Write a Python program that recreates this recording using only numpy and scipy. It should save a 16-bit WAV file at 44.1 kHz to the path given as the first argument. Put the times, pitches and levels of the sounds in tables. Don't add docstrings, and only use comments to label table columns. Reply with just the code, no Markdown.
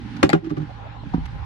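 import sys
import numpy as np
from scipy import signal
from scipy.fft import rfft, irfft
from scipy.io import wavfile
from scipy.ndimage import uniform_filter1d

SR = 44100
rng = np.random.default_rng(int(sys.argv[2]) if len(sys.argv) > 2 else 0)


def generate_wav(signal):
    frames = np.transpose(np.atleast_2d(signal))
    scaled = np.clip(frames, -1, 1) * 32767
    pcm = np.round(scaled).astype(np.int16)
    wavfile.write(sys.argv[1], SR, pcm)


N = 63945

# f/Hz, level/dB
HISS_SPECTRUM = [(30, 6), (200, -17.5), (400, -3), (560, -3), (680, -7), (810, 7), (1020, 1), (1200, -4.5),
                 (1400, -2), (2200, -11), (4000, -17), (6000, -31.5), (8000, -41), (11000, -65.5),
                 (14000, -81)]
# f/Hz, level/dB
WHINE_TONES = [(808, -55.5), (1040, -63)]
# t/s, level/dB
OUTDOOR_GAIN = [(0, -7.5), (.45, 0.5), (.75, 0.5), (1.44, 0)]
# f/Hz, level/dB
WIND_SPECTRUM = [(15, -24.5), (30, -17.5), (48, 0), (68, 3), (100, -11), (150, -4), (300, -46),
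                 (1000, -72.5)]
# t/s, level/dB
WIND_LEVEL = [(0, -43.5), (.15, -45), (.22, -44), (.45, -41), (.8, -40.5), (1.05, -39.5), (1.19, -32),
              (1.23, -29), (1.31, -35.5), (1.355, -28), (1.39, -32), (1.44, -31)]
# f/Hz, level/dB
MURMUR_SPECTRUM = [(60, -20), (160, 4), (225, 6), (295, 7), (370, -14.5), (500, -19), (1200, -68)]
# t/s, level/dB
MURMUR_LEVEL = [(0, -35), (.1, -36.5), (.21, -35.5), (.27, -21), (.4, -43), (.6, -32), (.75, -52),
                (.97, -52.5), (1.04, -38), (1.1, -48.5), (1.2, -39.5), (1.27, -50), (1.44, -54)]
# f/Hz, level/dB
RUSTLE_SPECTRUM = [(300, -28), (1500, 9.5), (4000, -0.5), (5600, -8.5), (7800, -21.5), (10300, -23),
                   (13000, -54.5), (16000, -69)]
# t/s, level/dB
RUSTLE_ENVELOPE = [(0, -50.5), (.16, -46.5), (.4, -53), (.7, -51.5), (.95, -68), (1.1, -53.5), (1.3, -53.5),
                   (1.44, -56)]
# f/Hz, level/dB
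BRUSH_SPECTRUM = [(200, -25), (500, -1.5), (820, 6), (1100, -12), (2500, -28), (8000, -56)]
# t/s, length/s, level/dB
BRUSH_STROKES = [(0.68, 0.05, -37.5), (0.834, 0.054, -39.5), (1.031, 0.012, -39.5)]
# f/Hz, level/dB
SCRAPE_SPECTRUM = [(200, -16.5), (430, 3), (600, -2), (900, -4), (1300, 7), (2200, 1), (4000, -4.5),
                   (6000, -8.5), (8500, -23), (11500, -18.5), (14000, -42.5)]
# t/s, length/s, level/dB, cutoff/Hz
RIM_SLIDES = [(0.162, 0.016, -40, 7060), (.436, 0.056, -37, 3000), (.492, 0.031, -36, 4840),
              (.563, 0.033, -40.5, 5000), (.59, 0.062, -40.5, 1970), (1.132, 0.034, -38.5, 2180),
              (1.254, 0.014, -39, 14000)]
# t/s, length/s, slip rate/Hz, glide/fraction, fundamental/dB, octave/dB
RIM_RUBS = [(0.424, .085, 158, -.05, -31, -18.5), (0.502, .038, 150, -.05, -22, -16.5),
            (0.566, .095, 149, -.04, -21, -28)]
# f/Hz, level/dB, t60/s, phase/rad
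COVER_MODES = [(760, 2, 0.058, 0.23), (915, -0.5, 0.038, 0.043), (970, -2, .045, 0.0086),
               (1196, -4, 0.052, 0), (1600, -13, 0.049, 0.19)]
# f/Hz, level/dB, t60/s, phase/rad
CUSHION_MODES = [(176.7, 0, 0.14, 0.25), (276.9, 2.5, 0.057, 0.28), (352, -13.5, 0.082, 1),
                 (489, -7, 0.027, 1)]
# t/s, pat/dB, thump/dB, thump delay/s, tuning/ratio, pan/dB
BUMPS = [(1.063, -54, -28, 0.001, 0.71, -6), (1.135, -21.5, -12.5, 0.0059, 0.98, -5.5),
         (1.171, -34, -19.5, 0.0059, 0.915, -5.5)]
# f/Hz, level/dB
SNAP_SPECTRUM = [(60, -29), (1100, 7.5), (2200, 11.5), (3000, 3.5), (4300, 6), (6200, -7.5), (7600, -14),
                 (8700, -14), (10000, -23), (12500, -15), (15500, -36)]
# f/Hz, level/dB, t60/s, phase/rad
LATCH_MODES = [(419, -29, 0.052, .01), (568, -22, 0.045, .01), (695, -17, 0.027, .01),
               (829, -13, 0.043, .01), (856.3, -17.5, 0.058, .01), (2100, -31, 0.21, 0.016),
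               (4670, -27, 0.021, 0.014), (7460, -19.5, 0.0058, 0.013), (9900, -32.5, 0.0186, 0)]
# t/s, snap/dB, ring/dB, ring pan/dB
LATCH_CLICKS = [(0.2923, -7.5, 4.5, 8.5), (0.3000, -13, -5, 11), (0.3025, -23, -1.5, 10)]
# f/Hz, level/dB
CRACK_SPECTRUM = [(40, -41), (500, 10.5), (690, 2), (1300, 3), (2800, -3.5), (4500, -12.5), (5300, -11.5),
                  (7500, -14.5), (8500, -19.5), (12500, -25), (15500, -35)]
# f/Hz, level/dB, t60/s, phase/rad
SHELL_MODES = [(850, -13, .1, .97), (1052, -19, .13, .3), (1180, -14, .09, .27), (1335, -6.5, .045, -.76),
               (1470, -11, .05, -.87), (1640, -12, .05, .4), (1890, -6, .055, -.25), (2480, -12, .05, .75),
               (2850, -14, .09, .15), (3160, -17, .07, -1), (3580, -8, .035, -1), (3880, -17, .04, .5),
               (4240, -13, .03, -.5), (5380, -16, .035, .9)]
# f/Hz, level/dB, t60/s, phase/rad
BENDING_MODES = [(212.4, -11, 0.066, 0), (304.2, 0, 0.066, 0.62), (377, -6.5, 0.11, 1.4),
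                 (534, -11.5, 0.1, 1.98), (630, -28.5, 0.13, 3.2), (766, -17.5, 0.1, 0.8)]
# t/s, crack/dB, crack cutoff/Hz, thump/dB, thump delay/s, flex/dB, boom/dB, boom/Hz,
# bending tuning/ratio, bending t60/ratio, body pan/dB, contact ring/Hz, contact ring/dB
BLOWS = [(0.2285, -9.5, 7420, -1.5, 0.0058, -6.5, -15, 151, 1, 1.46, 0, 546, -12.5),
         (0.3296, -11, 3890, 1.5, 0.005, -23, -5.5, 168.9, 1.044, 1.3, 2.5, 1410, -6.5),
         (0.351, -33.5, 3000, -9.5, 0.0027, -33.5, -11, 164.7, 0.77, 0.61, 0.5, 747, -15),
         (0.503, -35, 1586, -16.5, 0.00661, -46.5, -24, 157, 1.07, 1.5, -2, 1190, -25),
         (0.5674, -34, 2000, -15.5, 0.0043, -39, -22, 149.3, 1.014, 1.46, -1.5, 1194, -29)]


def amp(db):
    return 10 ** (np.asarray(db) / 20)


def unit(x):
    return x / np.sqrt(np.mean(x ** 2) + 1e-20)


def pan(db):
    return amp(np.array([[db / 2], [-db / 2]]))


def level(points):
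    return amp(np.interp(np.arange(N) / SR, *np.transpose(points)))


def add(mix, start_s, sound):
    part = mix[:, max(round(start_s * SR), 0):][:, :sound.shape[1]]
    part += sound[:, :part.shape[1]]


def lowpass(x, cutoff_hz):
    return signal.sosfilt(signal.butter(1, cutoff_hz, fs=SR, output="sos"), x)


def noise(spectrum, size, coherence):
    bins_hz = np.fft.rfftfreq(size, 1 / SR)
    hz, db = np.transpose(spectrum)
    left, other = np.exp(2j * np.pi * rng.random((2, len(bins_hz))))
    right = coherence * left + np.sqrt(1 - coherence ** 2) * other
    colour = amp(np.interp(np.log(bins_hz + 1), np.log(hz), db))
    return unit(irfft(np.array([left, right]) * colour, size))


def drift(bandwidth_hz, size=N):
    hz = np.fft.rfftfreq(N, 1 / SR)
    return unit(irfft(rfft(rng.standard_normal(N)) * np.exp(-(hz / bandwidth_hz) ** 2), N))[:size]


def grit(size, grains_per_s, share):
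    impulses = 1. * (rng.random(N) < grains_per_s / SR)
    return 1 - share + share * unit(lowpass(impulses, cutoff_hz=450))[:size]


def attack(t, rise_s):
    return np.minimum(t / rise_s, 1)


def fade(t, t60_s):
    return np.exp(-np.log(1000) * t / t60_s)


def ring(modes, t, tuning=1, t60_scale=1):
    sides = np.array([[.5], [-.5]])
    return sum((-1) ** k * amp(db) * fade(t, t60_s * t60_scale)
               * np.sin(2 * np.pi * hz * tuning * t + sides * phase_rad)
               for k, (hz, db, t60_s, phase_rad) in enumerate(modes))


def mode(t, hz, db, t60_s, phase_rad=0):
    return ring([(hz, db, t60_s, phase_rad)], t)


def wavering_tone(hz, depth, waver_hz):
    cycles = np.cumsum(hz * (1 + depth * drift(waver_hz))) / SR
    return unit(np.sin(2 * np.pi * cycles))


def outdoor_hiss(level_db=-45, patch_db=3):
    spectrogram = signal.stft(noise(HISS_SPECTRUM, N, coherence=0), nperseg=512)[2]
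    patches = uniform_filter1d(rng.standard_normal(spectrogram.shape[1:]), size=6, axis=0)
    patches = unit(uniform_filter1d(patches, size=10, axis=1))
    hiss = signal.istft(spectrogram * amp(patch_db * patches), nperseg=512)[1][:, :N]
    return amp(level_db) * pan(1.3) * hiss


def engine_hum(level_db=-42.5, flutter_db=2.8):
    tone = wavering_tone(hz=112.2, depth=.03, waver_hz=10.6)
    return amp(level_db + flutter_db * drift(18)) * pan(-9.5) * tone


def distant_whine(flutter_db=2):
    return sum(amp(db + flutter_db * drift(25)) * wavering_tone(hz, depth=.0115, waver_hz=31.2)
               for hz, db in WHINE_TONES)


def wind():
    return level(WIND_LEVEL) * pan(-4) * noise(WIND_SPECTRUM, N, coherence=.42)


def handling():
    murmur = level(MURMUR_LEVEL) * pan(-6.5) * noise(MURMUR_SPECTRUM, N, coherence=.9)
    rustle = level(RUSTLE_ENVELOPE) * noise(RUSTLE_SPECTRUM, N, coherence=.078)
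    out = murmur + rustle
    for start_s, length_s, db in BRUSH_STROKES:
        size = round(length_s * SR)
        brush = noise(BRUSH_SPECTRUM, N, coherence=.074)[:, :size]
        add(out, start_s, amp(db) * np.hanning(size) * brush)
    return out


def rim_scrapes():
    out = np.zeros((2, N))
    for start_s, length_s, db, cutoff_hz in RIM_SLIDES:
        progress = np.linspace(0, 1, round(length_s * SR))
        swell = np.sin(np.pi * progress ** .7)
        friction = noise(SCRAPE_SPECTRUM, N, coherence=.25) * grit(N, grains_per_s=1100, share=.35)
        add(out, start_s, amp(db) * swell * lowpass(friction, cutoff_hz)[:, :len(swell)])
    return out


def rim_judder(jitter=.04, flutter_db=2.5):
    out = np.zeros((2, N))
    for start_s, length_s, slip_hz, glide, fundamental_db, octave_db in RIM_RUBS:
        size = round(length_s * SR)
        progress = np.linspace(0, 1, size)
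        pitch_hz = slip_hz * (1 + glide * (progress - .5) + jitter * drift(88, size))
        phase_rad = 2 * np.pi * np.cumsum(pitch_hz) / SR
        groan = sum(amp(db + flutter_db * drift(97, size)) * np.sin(k * phase_rad)
                    for k, db in enumerate([fundamental_db, octave_db], 1))
        add(out, start_s, np.sin(np.pi * progress) * pan(-6) * groan)
    return out


def cushion_bumps():
    out, t = np.zeros((2, N)), np.arange(SR // 5) / SR
    for start_s, pat_db, thump_db, delay_s, tuning, pan_db in BUMPS:
        pat = amp(pat_db) * ring(COVER_MODES, t) * attack(t, rise_s=.005)
        thump = amp(thump_db) * ring(CUSHION_MODES, t, tuning) * attack(t, rise_s=.0047)
        add(out, start_s, pat)
        add(out, start_s + delay_s, pan(pan_db) * thump)
    return out


def latch_rattle():
    out, t = np.zeros((2, N)), np.arange(SR // 8) / SR
    envelope = fade(t, t60_s=.0066) + amp(-18) * fade(t, t60_s=.13)
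    for start_s, snap_db, ring_db, pan_db in LATCH_CLICKS:
        snap = amp(snap_db) * pan(.5) * envelope * noise(SNAP_SPECTRUM, len(t), coherence=.19)
        catch = amp(ring_db) * pan(pan_db) * ring(LATCH_MODES, t)
        add(out, start_s, (snap + catch) * attack(t, rise_s=.00076))
    return out


def shell_crack(t, hold_s=.003, resonance_db=7, width_hz=55):
    bins_hz = np.fft.rfftfreq(4096, 1 / SR)[1:]
    peaks = np.max([np.exp(-((bins_hz - hz) / width_hz) ** 2) for hz, *_ in SHELL_MODES], axis=0)
    hz, db = np.transpose(CRACK_SPECTRUM)
    colour_db = np.interp(np.log(bins_hz), np.log(hz), db) + resonance_db * peaks
    burst = fade(np.maximum(t - hold_s, 0), t60_s=.012)
    tail = amp(-4.5) * fade(t, t60_s=.13) * grit(len(t), grains_per_s=830, share=.33)
    contact = noise(np.column_stack([bins_hz, colour_db]), len(t), coherence=.069)
    return contact * (burst + tail) + amp(1) * ring(SHELL_MODES, t)


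def lid_knocks():
    out, t = np.zeros((2, N)), np.arange(SR // 3) / SR
    for (start_s, crack_db, cutoff_hz, thump_db, delay_s, flex_db, boom_db, boom_hz,
         tuning, t60_scale, pan_db, contact_hz, contact_db) in BLOWS:
        crack = amp(crack_db) * lowpass(shell_crack(t), cutoff_hz)
        contact = mode(t, contact_hz, contact_db, t60_s=.071)
        add(out, start_s, pan(.5) * (crack + contact) * attack(t, rise_s=.002))
        thump = amp(thump_db) * ring(BENDING_MODES, t, tuning, t60_scale)
        flex = mode(t, hz=90, db=flex_db, t60_s=.079, phase_rad=1.2)
        boom = pan(-8) * mode(t, boom_hz, boom_db, t60_s=.2, phase_rad=.6)
        add(out, start_s + delay_s, pan(pan_db) * (thump + flex + boom) * attack(t, rise_s=.0047))
    return out


def scene(port_delay_s=.0002683, low_cut_hz=60):
    contacts = lid_knocks() + cushion_bumps() + latch_rattle() + rim_judder() + rim_scrapes()
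    left, right = signal.sosfilt(signal.butter(2, low_cut_hz, "highpass", fs=SR, output="sos"), contacts)
    t = np.arange(N) / SR
    lid = np.array([left, np.interp(t - port_delay_s, t, right)]) + handling()
    hiss, hum = outdoor_hiss(), engine_hum()
    return lid + hum + level(OUTDOOR_GAIN) * (hiss + distant_whine()) + wind()


def record(dry, threshold_db=-17, slope=.6, recover_db_per_s=30, band_edge_hz=15900):
    power = lowpass((dry ** 2).mean(0), cutoff_hz=23)
    power_db = 10 * np.log10(np.maximum(power, 1e-12))
    recovery_db = np.arange(N) / SR * recover_db_per_s
    held_db = np.maximum.accumulate(power_db + recovery_db) - recovery_db
    over_db = np.maximum(held_db - threshold_db, 0)
    ducked = dry / amp(slope * lowpass(over_db, cutoff_hz=4.9))
    limited = ducked / (1 + ducked ** 8) ** (1 / 8)
    band_limit = signal.firwin(511, band_edge_hz, window=("kaiser", 9), fs=SR)
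    return signal.oaconvolve(limited, band_limit[None], "same")


dry = scene()
out = record(dry)
generate_wav(out)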